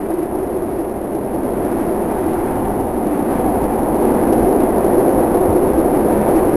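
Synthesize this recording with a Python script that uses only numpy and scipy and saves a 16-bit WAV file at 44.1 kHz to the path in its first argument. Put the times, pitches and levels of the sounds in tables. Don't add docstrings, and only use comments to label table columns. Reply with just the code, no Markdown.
import sys
import numpy as np
from scipy import signal
from scipy.fft import rfft, irfft
from scipy.io import wavfile
from scipy.ndimage import uniform_filter1d, map_coordinates

SR = 44100
rng = np.random.default_rng(int(sys.argv[2]) if len(sys.argv) > 2 else 0)


def pcm_store(signal):
    levels = np.round(np.clip(np.atleast_2d(signal), -1, 1) * 32767)
    wavfile.write(sys.argv[1], SR, levels.astype(np.int16).T)


N = 289296
TIME = np.arange(N) / SR
HZ = np.fft.rfftfreq(N, 1 / SR)


def gain_of(db):
    return 10 ** (np.asarray(db) / 20)


def curve(points):
    return np.interp(TIME, *np.transpose(points))


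def shape(points):
    hz, db = np.transpose(points)
    return gain_of(np.interp(np.log(HZ + 1), np.log(hz + 1), db, right=-100))


def ringing(modes):
    power = sum((gain_of(db) / (1 + ((HZ - hz) / width) ** 2)) ** 2 for hz, width, db in modes)
    return np.sqrt(power)


def lowpass(corner_hz):
    return np.exp(-(HZ / corner_hz) ** 2)


def noise(colour, steady_s):
    x = irfft(rfft(rng.standard_normal(N)) * colour, N)
    size = max(int(steady_s * SR), 256)
    power = uniform_filter1d(uniform_filter1d(x ** 2, size), size)
    return x / np.sqrt(power + 1e-20)


def wandering(x, share, rate_hz):
    drift = noise(lowpass(rate_hz), steady_s=2.27)
    lag = np.cumsum(share * (drift - drift.mean()))
    return map_coordinates(x, [np.arange(N) + lag], order=1, mode="wrap")


def bump(s, length_s):
    return np.cos(np.pi / 2 * np.minimum(abs(TIME - s) / length_s, 1)) ** 2


def jolted(x, events, takeover):
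    wobble, wobble_hz = .055, 45
    clock = TIME + wobble * np.cumsum(noise(lowpass(wobble_hz), steady_s=0.1995)) / SR
    for s, hz, peak_db, length_s in events:
        surge = bump(s, length_s)
        tone = np.sin(2 * np.pi * (hz * clock + rng.random()))
        x = x * (1 - takeover * surge) + gain_of(peak_db) * surge * tone
    return x


# (time [s], level re the loud stretch [dB])
ROLLING = [(0, -9.5), (.35, -6.5), (1.0, -7.5), (1.4, -5), (2.05, -4), (2.35, -6.5), (2.65, -5),
           (3.1, -5.5), (3.5, -1.3), (3.75, -3), (4.1, 0), (5.2, 1.7), (5.65, 0), (6.3, 1.5), (6.56, -0.5)]


def driven(loud_db, slope):
    return gain_of(loud_db + slope * curve(ROLLING))


# (time [s], change [dB], width at half height [s])
LULLS = [(0.165, -10, 0.015), (0.29, -6, 0.027), (0.61, -0.5, 0.021), (1.02, -1.5, 0.039),
         (1.284, -3, 0.031), (2.153, -2, 0.035), (2.896, -4.5, 0.056), (3.59, -1, 0.037),
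         (3.884, -0.5, .035), (4.23, -1, 0.084), (4.73, -2.5, 0.095), (5.03, -0.5, 0.046),
         (5.3, -1.5, 0.027), (5.755, -7.5, 0.015), (6.264, -3.5, 0.05), (6.514, -10, 0.028)]


def lulls():
    return sum(db * bump(s, length_s) for s, db, length_s in LULLS)


# (frequency [Hz], density [dB per Hz])
TROUGH_COLOUR = [(1000, -14), (2500, -3), (4000, 4), (5500, 3), (7000, -12)]


def trough_crackle(rumble):
    threshold = 1.3
    ticks_per_s, spread_db, decay_s = 420, 1.2, 0.0005
    depth = -rumble / np.sqrt(uniform_filter1d(rumble ** 2, size=SR // 2))
    excess = np.maximum(depth - threshold, 0) ** 2
    rate = ticks_per_s * excess / excess.mean()
    sizes = gain_of(spread_db * np.minimum(rng.exponential(1, N), 3))
    hits = (rng.random(N) < rate / SR) * sizes
    power = signal.lfilter([1], [1, -np.exp(-2 / (decay_s * SR))], hits ** 2 + 1e-18)
    ticks = irfft(rfft(np.sqrt(power) * rng.standard_normal(N)) * shape(TROUGH_COLOUR), N)
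    return driven(loud_db=-62, slope=0.8) * ticks / np.std(ticks)


def add(mix, s, sound):
    part = mix[max(round(s * SR), 0):][:len(sound)]
    part += sound[:len(part)]


# (time [s], level at which the tail starts [dB], tail decay [s])
CRACKLES = [(1.341, -47, .004), (1.828, -46, .008), (2.335, -43, .008), (3.332, -38, .003),
            (3.348, -42, .003), (3.491, -43, .006), (3.965, -41, .004), (4.325, -38, .003),
            (4.331, -31, .0055), (4.605, -35, .0045), (4.993, -44, .006), (5.105, -40, .004),
            (5.346, -40, .006), (5.579, -41, .004), (5.785, -42, .006), (6.36, -38.5, .007),
            (6.376, -41, .007)]
# (frequency [Hz], density [dB per Hz])
CRACKLE_COLOUR = [(500, 11), (1500, 8), (3000, 1), (4200, -2), (5500, -2), (7000, -6)]


def crackles():
    onset_s = 0.00037
    level, t = np.zeros(N), np.arange(SR // 10) / SR
    for s, tail_db, decay_s in CRACKLES:
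        add(level, s, gain_of(tail_db) * (np.exp(-t / decay_s) + np.exp(-t / onset_s)))
    return level * noise(shape(CRACKLE_COLOUR), steady_s=.01)


# (time [s], level [dB])
SHAKE_LEVEL = [(0, -37.5), (.9, -34.5), (1.4, -33.5), (2.2, -32), (2.75, -28), (3.2, -33), (3.6, -28.5),
               (4.5, -31), (5.6, -29.5), (6.56, -30.5)]
# (frequency [Hz], density [dB per Hz])
RUMBLE_COLOUR = [(5, -6), (24, -1), (42, 0.5), (58, 5), (75, -2.5), (98, 0.5), (125, -4), (160, -1.5),
                 (230, -23), (500, -57)]
# (crest time [s], ring [Hz], peak [dB], width at half height [s])
THUMPS = [(3.685, 45.2, -23.5, 0.081), (4.438, 49.5, -19.5, 0.071), (5.501, 89.5, -14.5, 0.033),
          (5.756, 59.4, -22, 0.056)]


def bogies():
    sway_s, crest_s, sway_db = 0.99, 3.55, 1.5
    sway = sway_db * np.cos(2 * np.pi * (TIME - crest_s) / sway_s)
    shake = gain_of(curve(SHAKE_LEVEL) + sway) * noise(shape(RUMBLE_COLOUR), steady_s=0.42)
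    return jolted(shake, THUMPS, takeover=0.28)


# (frequency [Hz], density [dB per Hz])
HISS_COLOUR = [(700, -18), (1100, 2), (1220, 0.5), (1380, -2.5), (1550, -3), (2000, -8), (2500, -13.5),
               (3200, -20.5), (4000, -26.5), (5400, -30)]
# (time [s], level [dB])
HISS_LEVEL = [(0, -40.5), (.8, -41), (1.2, -42.5), (1.68, -36.5), (2.05, -38), (2.5, -34.5), (2.9, -38.5),
              (3.35, -35), (3.8, -37), (4.1, -33.5), (4.7, -36), (5.05, -34), (5.6, -35.5), (6.56, -33)]


def rail_hiss():
    grit_db = 1.0 * noise(lowpass(45), steady_s=.4)
    return gain_of(curve(HISS_LEVEL) + grit_db) * noise(shape(HISS_COLOUR), steady_s=0.1)


# (frequency [Hz], width [Hz], level [dB])
HOWL_MODES = [(742, 53, 0.5), (858, 104, -4.5)]
# (time [s], level [dB])
HOWL_LEVEL = [(0, -44), (1.1, -53), (1.8, -35), (2.15, -28.5), (2.8, -26.5), (3.1, -31.5), (3.7, -24),
              (4.2, -31), (6.56, -35.5)]


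def howl():
    tone = noise(ringing(HOWL_MODES), steady_s=0.14)
    return gain_of(curve(HOWL_LEVEL)) * wandering(tone, share=.025, rate_hz=5)


# (frequency [Hz], density [dB per Hz])
ROAR_COLOUR = [(300, -9.5), (450, -2.5), (560, 0.5), (630, 1.6), (665, 0.7), (730, 1), (820, -3.5),
               (900, -5.5), (980, -8), (1100, -14), (1400, -27.5), (2500, -41)]
# (time [s], change of roar and howl [dB], change of hiss [dB], width at half height [s])
GUSTS = [(0.102, 4.5, -0.5, 0.037), (0.353, 3, 0, 0.029), (1.688, 2.5, 1.5, 0.033), (1.8, 0, 2, 0.057),
         (2.126, 1, 1.5, .08), (2.27, -1.5, 0.5, 0.062), (2.794, 1.5, -1, 0.032), (3.117, 0.5, 0, .1),
         (3.357, 1, 0.5, 0.053), (3.685, -2.5, 0.5, 0.067), (4.18, 0.5, 0.5, 0.066), (4.46, 1.5, 0, 0.022),
         (5.704, -2, 0.5, 0.06), (6.275, 2.5, 1.5, 0.042)]


def tunnel():
    roar = driven(loud_db=-20, slope=0.96) * noise(shape(ROAR_COLOUR), steady_s=0.11)
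    roar_gust = gain_of(sum(db * bump(s, length_s) for s, db, _, length_s in GUSTS))
    hiss_gust = gain_of(sum(db * bump(s, length_s) for s, _, db, length_s in GUSTS))
    unsteady_db = 0.05 * noise(1 / (1 + (HZ / 60) ** 2), steady_s=0.77)
    common = gain_of(unsteady_db + 0.18 * lulls())
    return common * (roar_gust * (roar + howl()) + hiss_gust * rail_hiss())


# (time [s], level [dB])
BOOM_LEVEL = [(0, -28.5), (.9, -31), (1.3, -26), (1.8, -25), (2.8, -25), (3.45, -21.5), (3.8, -24),
              (4.15, -19.5), (4.65, -19), (5.0, -23.5), (5.8, -21.5), (6.3, -20.5), (6.56, -29)]
# (time [s], level [dB])
DRONE_LEVEL = [(0, -24), (0.2, -23), (0.8, -23), (1.0, -26), (1.8, -20.5), (2.05, -22), (2.3, -20.5),
               (2.65, -23), (3.15, -21.5), (3.85, -22), (4.0, -16.5), (4.75, -17), (4.97, -15.5),
               (5.15, -17), (5.55, -16), (6.2, -18), (6.4, -16.5), (6.56, -10.5)]
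# (frequency [Hz], width [Hz], level [dB])
FLOOR_MODES = [(148, 38, -15.5), (221.6, 31.3, 0.5), (277.5, 35.5, 0)]
PANEL_MODES = [(312.3, 39, -3.5), (356, 40, 1.5), (399.4, 22.6, -1)]
PANE_MODES = [(496, 33, 0)]
# (crest time [s], ring [Hz], peak [dB], width at half height [s])
JOLTS = [(0.111, 340, -16, .02), (0.143, 347, -11, 0.014), (0.19, 376, -12.5, 0.015),
         (0.231, 330, -13.5, .022), (0.353, 358, -13, 0.013), (0.39, 350, -13, 0.011),
         (0.428, 357, -16, 0.022), (0.565, 347, -16, 0.029), (0.642, 338, -15, 0.016),
         (0.807, 324, -15, 0.042), (1.157, 343, -14.5, 0.019), (1.35, 343, -14.5, 0.018),
         (1.818, 298, -10.5, 0.017), (2.206, 375, -13, 0.032), (2.267, 331, -11.5, 0.014),
         (2.346, 360, -14, 0.023), (2.392, 332, -13.5, 0.027), (3.122, 295, -13.5, 0.043),
         (3.489, 305, -11, 0.02), (3.941, 235, -13, 0.017), (4.115, 285, -8, 0.014),
         (4.157, 242, -11.5, 0.026), (4.329, 341, -7.5, 0.012), (4.476, 362, -10.5, .028),
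         (4.604, 297, -10, 0.017), (4.981, 356, -7.5, 0.042), (5.423, 380, -10.5, .03),
         (5.593, 355, -11.5, 0.026), (5.783, 333, -8, 0.023), (5.946, 310.4, -12, 0.029),
         (6.198, 216.3, -15, 0.045), (6.363, 326, -6.5, 0.036)]


def cabin():
    drift, drift_hz = .018, 8
    floor_trim_db, panel_trim_db = 0.44, 0.3
    floor = wandering(noise(ringing(FLOOR_MODES), steady_s=0.086), drift, drift_hz)
    boom = gain_of(floor_trim_db + curve(BOOM_LEVEL)) * floor
    panels = wandering(noise(ringing(PANEL_MODES), steady_s=0.076), drift, drift_hz)
    drone = gain_of(panel_trim_db + curve(DRONE_LEVEL)) * panels
    panes = driven(loud_db=-25, slope=1.38) * noise(ringing(PANE_MODES), steady_s=0.18)
    dips = gain_of(lulls())
    return jolted(dips * (boom + drone), JOLTS, takeover=.55) + dips * panes


def scene():
    ease = signal.windows.tukey(N, .001)
    rumble = cabin() + tunnel() + bogies()
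    return (ease * (rumble + trough_crackle(rumble) + crackles()))[None]


def record(dry):
    lopsided, ceiling = .18, 0.78
    hold = 4
    grain_db, grain_power = -34.0, 0.85
    bent = dry - lopsided * dry ** 2
    samples = bent[:, ::hold]
    samples = samples / (1 + (samples / ceiling) ** 10) ** (1 / 10)
    steps = np.repeat(samples, hold, axis=1)[:, :N]
    grain = gain_of(grain_db) * abs(steps) ** grain_power * rng.standard_normal(steps.shape)
    steps = steps + uniform_filter1d(grain, hold, axis=1)
    soft = signal.sosfilt(signal.butter(7, 15300, fs=SR, output="sos"), steps)
    edge = signal.firwin(255, 14000, window=("kaiser", 9), fs=SR)
    return signal.oaconvolve(soft, edge[None], "same")


dry = scene()
out = record(dry)
pcm_store(out)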